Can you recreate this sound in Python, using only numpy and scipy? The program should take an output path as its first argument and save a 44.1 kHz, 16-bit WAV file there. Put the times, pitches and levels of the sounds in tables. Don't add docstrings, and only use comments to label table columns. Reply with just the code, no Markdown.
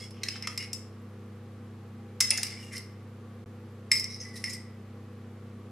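import sys
import numpy as np
from scipy import signal
from scipy.fft import rfft, irfft, next_fast_len
from scipy.io import wavfile
from scipy.ndimage import uniform_filter1d, map_coordinates

SR = 44100
rng = np.random.default_rng(int(sys.argv[2]) if len(sys.argv) > 2 else 0)


def generate_wav(signal):
    frames = np.transpose(np.atleast_2d(signal))
    scaled = np.clip(frames, -1, 1) * 32767
    pcm = np.round(scaled).astype(np.int16)
    wavfile.write(sys.argv[1], SR, pcm)


N = 251811

# pitch_hz, level_db (rms), waver_share (0-1)
HUM_TONES = [(99.95, -49, 0.01), (130.2, -58.5, 0.06), (200.2, -56.5, 0.13), (230.3, -54.5, 0.14),
             (331.3, -62.5, 0), (390.5, -67.5, 0.2), (418, -72.5, 0.3), (478, -72.5, 0.8), (488, -66.5, 0),
             (529, -71, 0.4), (806, -75, 1), (1140, -73, 0.95)]
# pitch_hz, relative_level_db
AIR_SPECTRUM = [(330, -24.5), (560, 1.5), (795, 1), (902, -2), (1150, 1.5), (1520, -3.5), (1980, -5.5),
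                (2370, -8), (11600, -25), (12400, -32.5), (16000, -43)]
# pitch_hz, relative_level_db
RUMBLE_SPECTRUM = [(20, -31), (45, -2), (80, 5.5), (130, 9), (165, 6.5), (240, 17.5), (300, 7.5),
                   (500, 13.5), (600, -18), (900, -23.5)]
# pitch_hz, likeness (0-1)
AIR_LIKENESS = [(60, 1), (150, 1.0), (380, 0.98), (950, 0.84), (2380, 0.74), (5980, 0.27), (15000, 0.21)]
# (time to fall 60 dB, before the hold of a contact scales it)
BOWL_MODES = [(1346, 1, 0.0027), (1855, -9.5, 0.041), (1928, -7, 0.049), (2029, -10.5, 0.2),
              (2135, -6, 0.11), (2412, -12, 0.068), (2669, -10.5, 0.07), (2840, -20.5, .04),
              (4600, -15, 0.091), (4820, -16.5, 0.16), (5198, -4, 0.23), (5254, -2.5, 0.24),
              (5390, -10, 0.075), (5754, -9.5, 0.048), (6290, -16.5, 0.027), (7470, -15, 0.028),
              (7770, -13, 0.13), (8090, -21.5, 0.094), (8780, -14, .1), (9460, -8, 0.089),
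              (9400, -10, 0.088), (10200, -10.5, .11), (10500, -9.5, 0.064), (11700, -9, 0.054)]
# pitch_hz, relative_level_db
CRACK_SPECTRUM = [(400, -22), (850, 5), (1300, 0), (1600, -5.5), (2050, -1.5), (2600, -2.5), (3350, -9),
                  (4200, -4), (4700, -2), (5300, 6), (6600, -4), (9000, -2), (12000, -13), (16000, -8.5)]
# peak_s (most pressure), length_s, level_db,
# lowest_hz (lowest pitch driven), brightness_db (per octave), favoured_hz, favour_db,
# favour_width (share of that pitch), harsh_db
STROKES = [ (0, 0.13, -45, 2430, -2, 8800, 5, 0.065, 4), (0.16, 0.14, -61, 1710, -14, 2870, 17, .07, 10),
           (0.227, 0.058, -54, 2400, -14, 5300, -11, .07, -4),
           (0.265, 0.096, -49, 1660, 10, 1990, 22, 0.077, 5),
           (0.324, 0.19, -54.5, 1500, 6, 3600, 10, 0.23, 13),
           (0.361, 0.056, -45, 1450, -10, 3700, 15, 0.13, 6),
           (0.44, 0.051, -45, 1400, -15, 2120, 10, .16, 12), (0.514, 0.1, -54, 1700, 4, 2000, 7, .1, 2),
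           (0.611, 0.082, -40.5, 2040, -6.5, 2140, 0, 0.18, -1),
           (2.232, 0.12, -42.5, 1900, 0, 4200, 3, .3, 10.5),
           (2.343, 0.19, -43, 1900, -2, 3000, 0, 0.34, 9.5),
           (2.489, 0.21, -46, 1790, -2.5, 2420, 2, .25, 4), (2.621, 0.2, -53.5, 1990, 3.5, 2800, 6, .2, 8),
           (2.721, 0.066, -51.5, 1900, -1.5, 2200, 8, .2, 1), (2.737, 0.083, -43, 1895, 2, 1910, 18, .1, 7),
           (2.76, 0.053, -43, 1950, 4, 2100, -1, 0.27, 0), (2.77, .035, -42, 3780, -34, 5170, -1, 0.088, 8),
           (3.941, 0.13, -37, 3000, 5.5, 5300, 5.5, .09, 2),
           (4.118, 0.14, -44.5, 2980, 1.5, 5590, 19, 0.063, -8),
           (4.217, 0.063, -42, 3800, -4, 5830, 18, 0.057, -12),
           (4.251, 0.15, -52, 2000, 1, 1960, 10, 0.076, -1),
           (4.364, .03, -45.5, 3000, -1, 3900, 8, 0.071, 9),
           (4.365, 0.14, -48.5, 2330, 3.5, 9500, 2.5, .07, 2),
           (4.471, 0.14, -45.5, 1900, 8, 2240, 17, .1, 2), (4.501, 0.029, -37, 3600, 0, 6960, 12, .06, -2),
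           (4.533, 0.063, -43, 3400, -6, 5200, 8, 0.11, -5),
           (4.536, 0.063, -44.5, 2290, 6, 8300, 0, .05, 3)]
# pitch_hz, gain_db
WET_FILM = [(500, 7.5), (9500, -3), (12500, -4.5), (16000, -7)]
# start_s, length_s, pitch_hz, level_db,
# glide (share by which the pitch rises), roughness (0 is smooth, about 1 is very rough)
SQUEAKS = [ (0, 0.044, 2144, -56, -0.015, 0.4), (.005, .054, 3350, -59, -0.014, 0),
           (0.257, 0.02, 1880, -54, -0.069, 1), (.302, 0.071, 3110, -58.5, -0.021, .9),
           (0.583, 0.055, 2830, -50, 0.036, 0.8), (.585, 0.052, 2154, -49, -0.016, .4),
           (2.317, 0.01, 2650, -36, 0.048, .8), (2.319, 0.053, 2072, -46, 0, 0.8),
           (2.343, 0.042, 2750, -58, 0.059, 1), (2.431, 0.025, 2800, -50, -0.0036, .8),
           (2.477, 0.012, 2500, -57, .02, .8), (2.519, .032, 2200, -54, 0.036, .8),
           (2.57, .018, 2320, -56, 0.028, .8), (2.573, 0.11, 1895, -64.5, -0.061, 0.7),
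           (2.582, 0.045, 3000, -64, 0.022, 1.16), (2.621, 0.027, 2850, -56.5, -0.03, .9),
           (2.652, 0.076, 2815, -62.5, -0.02, .8), (2.753, 0.021, 2096, -47, 0.0057, .8),
           (4.08, 0.086, 3920, -61, 0.000097, 0.45), (4.127, 0.025, 5360, -45, 0.013, .9),
           (4.195, 0.022, 6380, -48.5, -.02, .5), (4.207, 0.038, 1936, -59, -.02, 0.7),
           (4.236, 0.072, 2010, -51.5, 0.012, 0), (4.33, 0.055, 1946, -53.5, -0.078, 0.65),
           (4.47, 0.031, 1975, -43.5, -0.022, .4), (4.52, 0.042, 2000, -57, 0.054, 0.8),
           (4.526, 0.015, 5060, -47, 0.035, .9), (4.53, 0.023, 8650, -47, -.02, 1.1)]
# pitch_hz, fade_s (time to fall 60 dB)
KITCHEN_FADE = [(500, 0.33), (2000, 0.59), (5000, 0.4), (9000, 0.35), (15000, 0.26)]
# pitch_hz, likeness (0-1)
ECHO_LIKENESS = [(500, 0.95), (2000, 0.93), (5000, 0.2), (9000, 0.49), (15000, .3)]
# start_s, level_db, lowest_hz (lowest pitch driven),
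# brightness_db (per octave), favoured_hz, favour_db, favour_width (share of that pitch), harsh_db,
# hold (factor on the ring time: low when the fork stays pressed on)
CLINKS = [ (0.107, -55.5, 3200, -5, 10800, 11, .07, 7, 0.52),
          (0.2333, -34, 2110, -6.5, 4050, 13.5, 0.054, 3.5, 0.19),
          (.285, -32.5, 2020, -6.5, 2590, 9, 0.052, -1, 0.14),
          (0.3186, -47, 3000, -9, 5300, 7, 0.12, -6, 0.17),
          (0.3579, -51, 1300, -20, 1600, 23, 0.18, 8, 0.26), (.424, -40, 1700, -5, 2280, 3, 0.095, -1, 0.2),
          (.4495, -50, 1720, -8, 2070, 19, 0.083, -5, .25),
          (0.4719, -34, 1400, -8.5, 1710, 7, 0.38, 4, 0.22),
          (0.576, -33.5, 2100, -4.5, 7580, 11, 0.043, 1, 0.34),
          (.591, -50, 3400, -4, 5940, 18, .07, -3, 0.18),
          (0.7308, -34.5, 3380, 2, 7500, 9.5, 0.066, 7, 0.57),
          (2.204, -20, 1750, 1.5, 6500, 6.5, 0.12, 7.5, 1),
          (2.305, -22.5, 2400, -3, 9550, 13, 0.037, -3.5, 0.13),
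          (2.311, -32.5, 2100, -4, 2780, 12, 0.38, -4, 0.14),
          (2.322, -40, 2300, -6, 3400, -2, .3, -10, .15), (2.374, -32, 2300, 0.5, 6700, 11, .1, 8, 0.79),
          (2.381, -38.5, 1400, -10, 1700, 20, 0.17, -3, 0.45),
          (2.394, -46, 3400, -6, 5200, 6, .08, -2, 0.17), (2.407, -51, 3000, -6, 5200, -3, .08, -2, 0.23),
          (2.43, -29.5, 2100, 1, 4900, 6, 0.025, 8.5, 0.47), (2.467, -43, 2800, -4, 5100, 6, .08, 2, .18),
          (2.505, -52, 3000, -5, 5200, 5, .08, -3, .18), (2.758, -50, 3210, -2, 5700, 6, .1, 7, 0.14),
          (2.767, -47.5, 3200, -3, 5600, -1, .1, -5, .15), (2.779, -43.5, 2400, 5, 5200, 2.5, .07, 2, 0.42),
          (3.9153, -19, 2010, -3, 7680, 11.5, 0.043, -6, 0.4),
          (3.961, -32.5, 2600, -10, 5170, 9.5, .07, -10, 0.38),
          (3.971, -33, 3800, -11, 5200, 12, .07, -16, 0.3),
          (3.9955, -31.5, 3200, 5.5, 5220, 19, 0.066, 8, 0.29),
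          (4.0408, -36, 3550, -1, 5500, 10, 0.085, 0, 0.18),
          (4.201, -46.5, 3900, -24, 5700, -1, .1, -14, 0.34),
          (4.362, -51, 1980, 10, 3860, 15, .08, 3, 0.62), (4.44, -32.5, 2110, -8, 1880, 5, 0.057, -6, 0.39),
          (4.459, -43, 2206, -13, 5200, 6, .07, -1, 0.39), (4.537, -50, 3400, 2, 5300, 4, .1, -4, 0.17)]
# time_s, gain_db
MIDDLE_LEVEL = [(.7, 1), (2.2, 0.5), (2.8, -1.5), (3.9, -4)]
# start_s, length_s, pitch_hz, level_db
SLOPS = [(2.314, 0.032, 532, -56), (2.315, 0.03, 830, -55.5), (2.361, 0.062, 758, -60.5)]
# pitch_hz, left_minus_right_db
PORT_BALANCE = [(500, -2), (2200, 0), (5200, -0.2), (9000, 1), (13000, 1)]
# pitch_hz, gain_db
MICROPHONE = [(20, 2.5), (11500, 0), (12600, 0), (13600, -5), (16000, -20)]
# start_s, end_s
DIP = (3.4427, 3.4597)

AIR_DB = -60.5
CHATTER_S, USUAL_KNOCK_DB, DOUBLING_DB, HARSH_DOUBLING_DB = 0.0045, -39.5, 19.5, 29
FLUTTER = .5
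PRESS_SHARE = .27
LOW_SLOPE_DB, TREBLE_HZ = 20, 4930
MIDDLE_HZ, MIDDLE_WIDTH = 2716, 0.11
SLIDE, SLIDE_HZ = .018, 22
SLIP_SPREAD_DB = 3.5
PEAK_CEILING = .52
EDGE_HZ = 16500


def amp(db):
    return 10 ** (np.asarray(db) / 20)


def evened(x):
    return x / np.sqrt(np.mean(x ** 2) + 1e-20)


def read(points, hz):
    f, value = np.transpose(points)
    return np.interp(np.log(hz + 1), np.log(f + 1), value)


def add(mix, s, sound):
    part = mix[..., max(round(s * SR), 0):][..., :sound.shape[-1]]
    part += sound[..., :part.shape[-1]]


def drift(rate_hz):
    hz = np.fft.fftfreq(N, 1 / SR)
    random_phases = np.exp(2j * np.pi * rng.random(N))
    z = np.fft.ifft(random_phases / (1 + (hz / rate_hz) ** 4))
    return z / np.std(z)


def pair(left, other, same):
    same = np.clip(same, -1, 1)
    mid = np.sqrt((1 + same) / 2) * left
    side = np.sqrt((1 - same) / 2) * other
    return np.array([mid + side, mid - side])


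def coloured(x, shape_db):
    size = next_fast_len(x.shape[-1] + 1024)
    gain = amp(read(shape_db, np.fft.rfftfreq(size, 1 / SR)))
    return irfft(rfft(x, size) * gain, size)[..., :x.shape[-1]]


def hum(waver_hz=5):
    t, out = np.arange(N) / SR, np.zeros(N)
    for hz, db, waver in HUM_TONES:
        waver = np.clip(waver, 0, 1)
        size = np.sqrt(1 - waver ** 2) + waver * drift(waver_hz)
        tone = (size * np.exp(2j * np.pi * (hz * t + rng.random()))).real
        out += amp(db) * evened(tone)
    return out


def noise(shape_db):
    hz = np.fft.rfftfreq(N, 1 / SR)
    z = pair(*rfft(rng.standard_normal((2, N))), read(AIR_LIKENESS, hz))
    return evened(irfft(z * amp(read(shape_db, hz)), N))


def fan(rumble_db=-56, whine_db=-86, whine_hz=12400, whine_width_hz=60):
    carrier = np.exp(2j * np.pi * whine_hz * np.arange(N) / SR)
    whine = (drift(whine_width_hz) * carrier).real
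    air = amp(AIR_DB) * noise(AIR_SPECTRUM)
    rumble = amp(rumble_db) * noise(RUMBLE_SPECTRUM)
    return air + rumble + amp(whine_db) * evened(whine)


def ring(hold, favoured_hz, favour_db, favour_width, harsh_db, chatter, crack_db=-7, crack_t60=0.052,
         tick_db=1, uneven_db=3, detune=0.0036, wander=.007, port_turn=0.27, crack_same=0.93,
         rise=0.11, size=SR // 4):
    t = np.arange(size) / SR
    hz, db, t60 = np.transpose(BOWL_MODES)[:, :, None]
    luck, shift, turn, lag = rng.standard_normal((4, len(hz), 1))

    def favour(f):
        return amp(favour_db * np.exp(-(np.log((f + 1) / favoured_hz) / favour_width) ** 2))

    load = evened(uniform_filter1d(rng.random((len(hz), size)) - .5, size=300, axis=1))
    cycles = np.cumsum(hz * (1 + detune * shift + wander * load), axis=1) / SR
    fade = np.log(1000) * t / (t60 * max(hold, .1))
    waves = favour(hz) * amp(db + uneven_db * luck) * np.exp(2j * np.pi * (cycles + turn) - fade)

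    rattle = uniform_filter1d(np.exp(2j * np.pi * rng.random(waves.shape)), size=170, axis=1)
    flutter = FLUTTER * np.clip(1 - hold, 0, 1)
    waves = waves * (np.sqrt(1 - flutter ** 2) + flutter * rattle / np.std(rattle))
    apart = port_turn * np.sign(lag) * hz / np.mean(hz)
    modes = np.array([(waves * np.exp(1j * side * apart)).sum(0).real for side in (-1, 1)])

    bins = np.fft.rfftfreq(len(t), 1 / SR)
    crack = rfft(pair(*rng.standard_normal((2, len(t))), crack_same))
    crack = irfft(crack * amp(read(CRACK_SPECTRUM, bins)) * favour(bins), len(t))
    tick = amp(tick_db) * np.exp(-(t / chatter) ** 2)
    crack *= amp(crack_db - 60 * t / crack_t60) + tick
    onset = 1 - np.exp(-t / (rise * chatter))
    return (modes + amp(harsh_db) * crack) * onset


def driven(x, lowest_hz, brightness_db):
    hz = np.geomspace(100, SR / 2, 80)
    depth_db = -10 * np.log10(1 + amp(LOW_SLOPE_DB * np.log2(lowest_hz / hz)) ** 2)
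    treble_db = brightness_db * np.maximum(np.log2(hz / TREBLE_HZ), 0)
    return coloured(x, np.transpose([hz, depth_db + treble_db]))


def sliding(x, travel):
    place = np.arange(len(travel)) + np.cumsum(SLIDE * travel)
    return np.array([map_coordinates(channel, [place], order=3) for channel in x])


def scrapes(level_db=0, slips_per_s=900, pressed=0.16, chatter=0.002, judder_db=0.5, judder_hz=45,
            pulled=0.01014, count=3):
    out = np.zeros((2, N))
    judder = amp(judder_db * evened(drift(judder_hz).real))
    travel = evened(drift(SLIDE_HZ).real)
    for (peak, length, db, lowest_hz, brightness_db,
         favoured_hz, favour_db, favour_width, harsh_db) in STROKES:
        start = peak - np.clip(PRESS_SHARE, 0, 1) * length
        t = max(start, 0) + np.arange(SR // 3) / SR
        now = int(t[0] * SR) + np.arange(len(t))

        chance, sign, size = rng.random((3, count, len(t)))
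        happens = chance < slips_per_s / count / SR
        strength = amp(SLIP_SPREAD_DB * np.minimum(-np.log(size), 2))
        slips = happens * np.sign(sign - .5) * strength
        slips = coloured(slips * judder[now], WET_FILM)

        rub = np.zeros(1)
        for tine in slips:
            answer = ring(pressed, favoured_hz, favour_db, favour_width, harsh_db, chatter,
                          detune=pulled, size=SR // 21)
            rub = rub + signal.fftconvolve(tine[None], answer, axes=1)

        pressure = np.interp(t, [start, peak, start + length], [0, 1, 0])
        sound = pressure * driven(sliding(rub, travel[now]), lowest_hz, brightness_db)
        add(out, t[0], amp(db + level_db) * evened(sound) * np.sqrt(np.mean(pressure ** 2)))
    return out


def squeaks(wobble=.015):
    out, unsteady, grit = np.zeros(N), drift(150).real, drift(110)
    for s, length, hz, db, glide, rough in SQUEAKS:
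        count, first = int(length * SR), max(int(s * SR), 0)
        bend = wobble * rough * unsteady[first:][:count] + glide * np.linspace(-.5, .5, count)
        cycles = np.cumsum(hz * (1 + bend)) / SR
        tone = ((1 + rough * grit[first:][:count]) * np.exp(2j * np.pi * cycles)).real
        add(out, s, amp(db) * evened(tone * signal.windows.tukey(count, .7)))
    return out


def kitchen(x, near_db=-10, near_t60=0.2, tail_db=-8):
    t = np.arange(SR * 2 // 3) / SR
    hz, when, z = signal.stft(rng.standard_normal((2, len(t))), SR, nperseg=256)
    fading = z * amp(-60 * when / read(KITCHEN_FADE, hz)[:, None])
    tail = signal.istft(fading, SR, nperseg=256)[1][:, :len(t)]
    tail *= np.clip((t - .004) / 0.0053, 0, 1)

    taps = rng.standard_normal((2, len(t))) * (rng.random(len(t)) < 900 / SR)
    near = taps * (t > .002) * amp(-60 * t / near_t60)
    echo = rfft(amp(near_db) * evened(near) + amp(tail_db) * evened(tail))
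    echo = irfft(pair(*echo, read(ECHO_LIKENESS, np.fft.rfftfreq(len(t), 1 / SR))), len(t))
    return signal.fftconvolve(x, echo / np.sqrt(len(t)), axes=1)[:, :N]


def moving_echoes(x, count=4):
    place = np.arange(N) / SR * 11
    out = np.zeros((2, N))
    for k in range(count):
        distance = abs((place - k + count / 2) % count - count / 2)
        out += kitchen(x * np.cos(np.pi / 2 * np.minimum(distance, 1)))
    return out


def clinks(level_db=0):
    out, attack = np.zeros((2, N)), SR // 50
    for (s, db, lowest_hz, brightness_db,
         favoured_hz, favour_db, favour_width, harsh_db, hold) in CLINKS:
        doublings = (db - USUAL_KNOCK_DB) / DOUBLING_DB + harsh_db / HARSH_DOUBLING_DB
        knock = ring(hold, favoured_hz, favour_db, favour_width, harsh_db, CHATTER_S * 2 ** doublings)
        sound = driven(knock, lowest_hz, brightness_db)
        add(out, s, amp(db + level_db) * sound / np.std(sound[:, :attack]))
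    return out


def placed(x):
    hz = np.fft.rfftfreq(N, 1 / SR)
    band = np.exp(-(np.log((hz + 1) / MIDDLE_HZ) / MIDDLE_WIDTH) ** 2)
    middle = irfft(rfft(x) * band, N)
    gain = amp(np.interp(np.arange(N) / SR, *np.transpose(MIDDLE_LEVEL)))
    return x + (gain - 1) * middle


def slops(width_hz=110):
    out, churn = np.zeros(N), drift(width_hz)
    for s, length, hz, db in SLOPS:
        t = np.arange(int(length * SR)) / SR
        puff = (churn[int(s * SR):][:len(t)] * np.exp(2j * np.pi * hz * t)).real
        add(out, s, amp(db) * evened(puff * np.sin(np.pi * t / length)))
    return out


def ports(x):
    left_db = [(hz, db / 2) for hz, db in PORT_BALANCE]
    right_db = [(hz, -db / 2) for hz, db in PORT_BALANCE]
    return np.array([coloured(x[0], left_db), coloured(x[1], right_db)])


def scene():
    bowl = placed(clinks() + scrapes()) + squeaks() + slops()
    return ports(bowl + moving_echoes(bowl)) + hum() + fan()


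def record(dry, dip_db=-35):
    t = np.arange(N) / SR
    x = coloured(dry, MICROPHONE)
    x = x / (1 + (x / PEAK_CEILING) ** 6) ** (1 / 6)
    inside = (t > DIP[0]) & (t < DIP[1])
    gain = uniform_filter1d(np.where(inside, amp(dip_db), 1.), size=12)
    low_pass = signal.firwin(511, EDGE_HZ, window=("kaiser", 9), fs=SR)
    return signal.oaconvolve(x * gain, low_pass[None], "same")


dry = scene()
out = record(dry)
generate_wav(out)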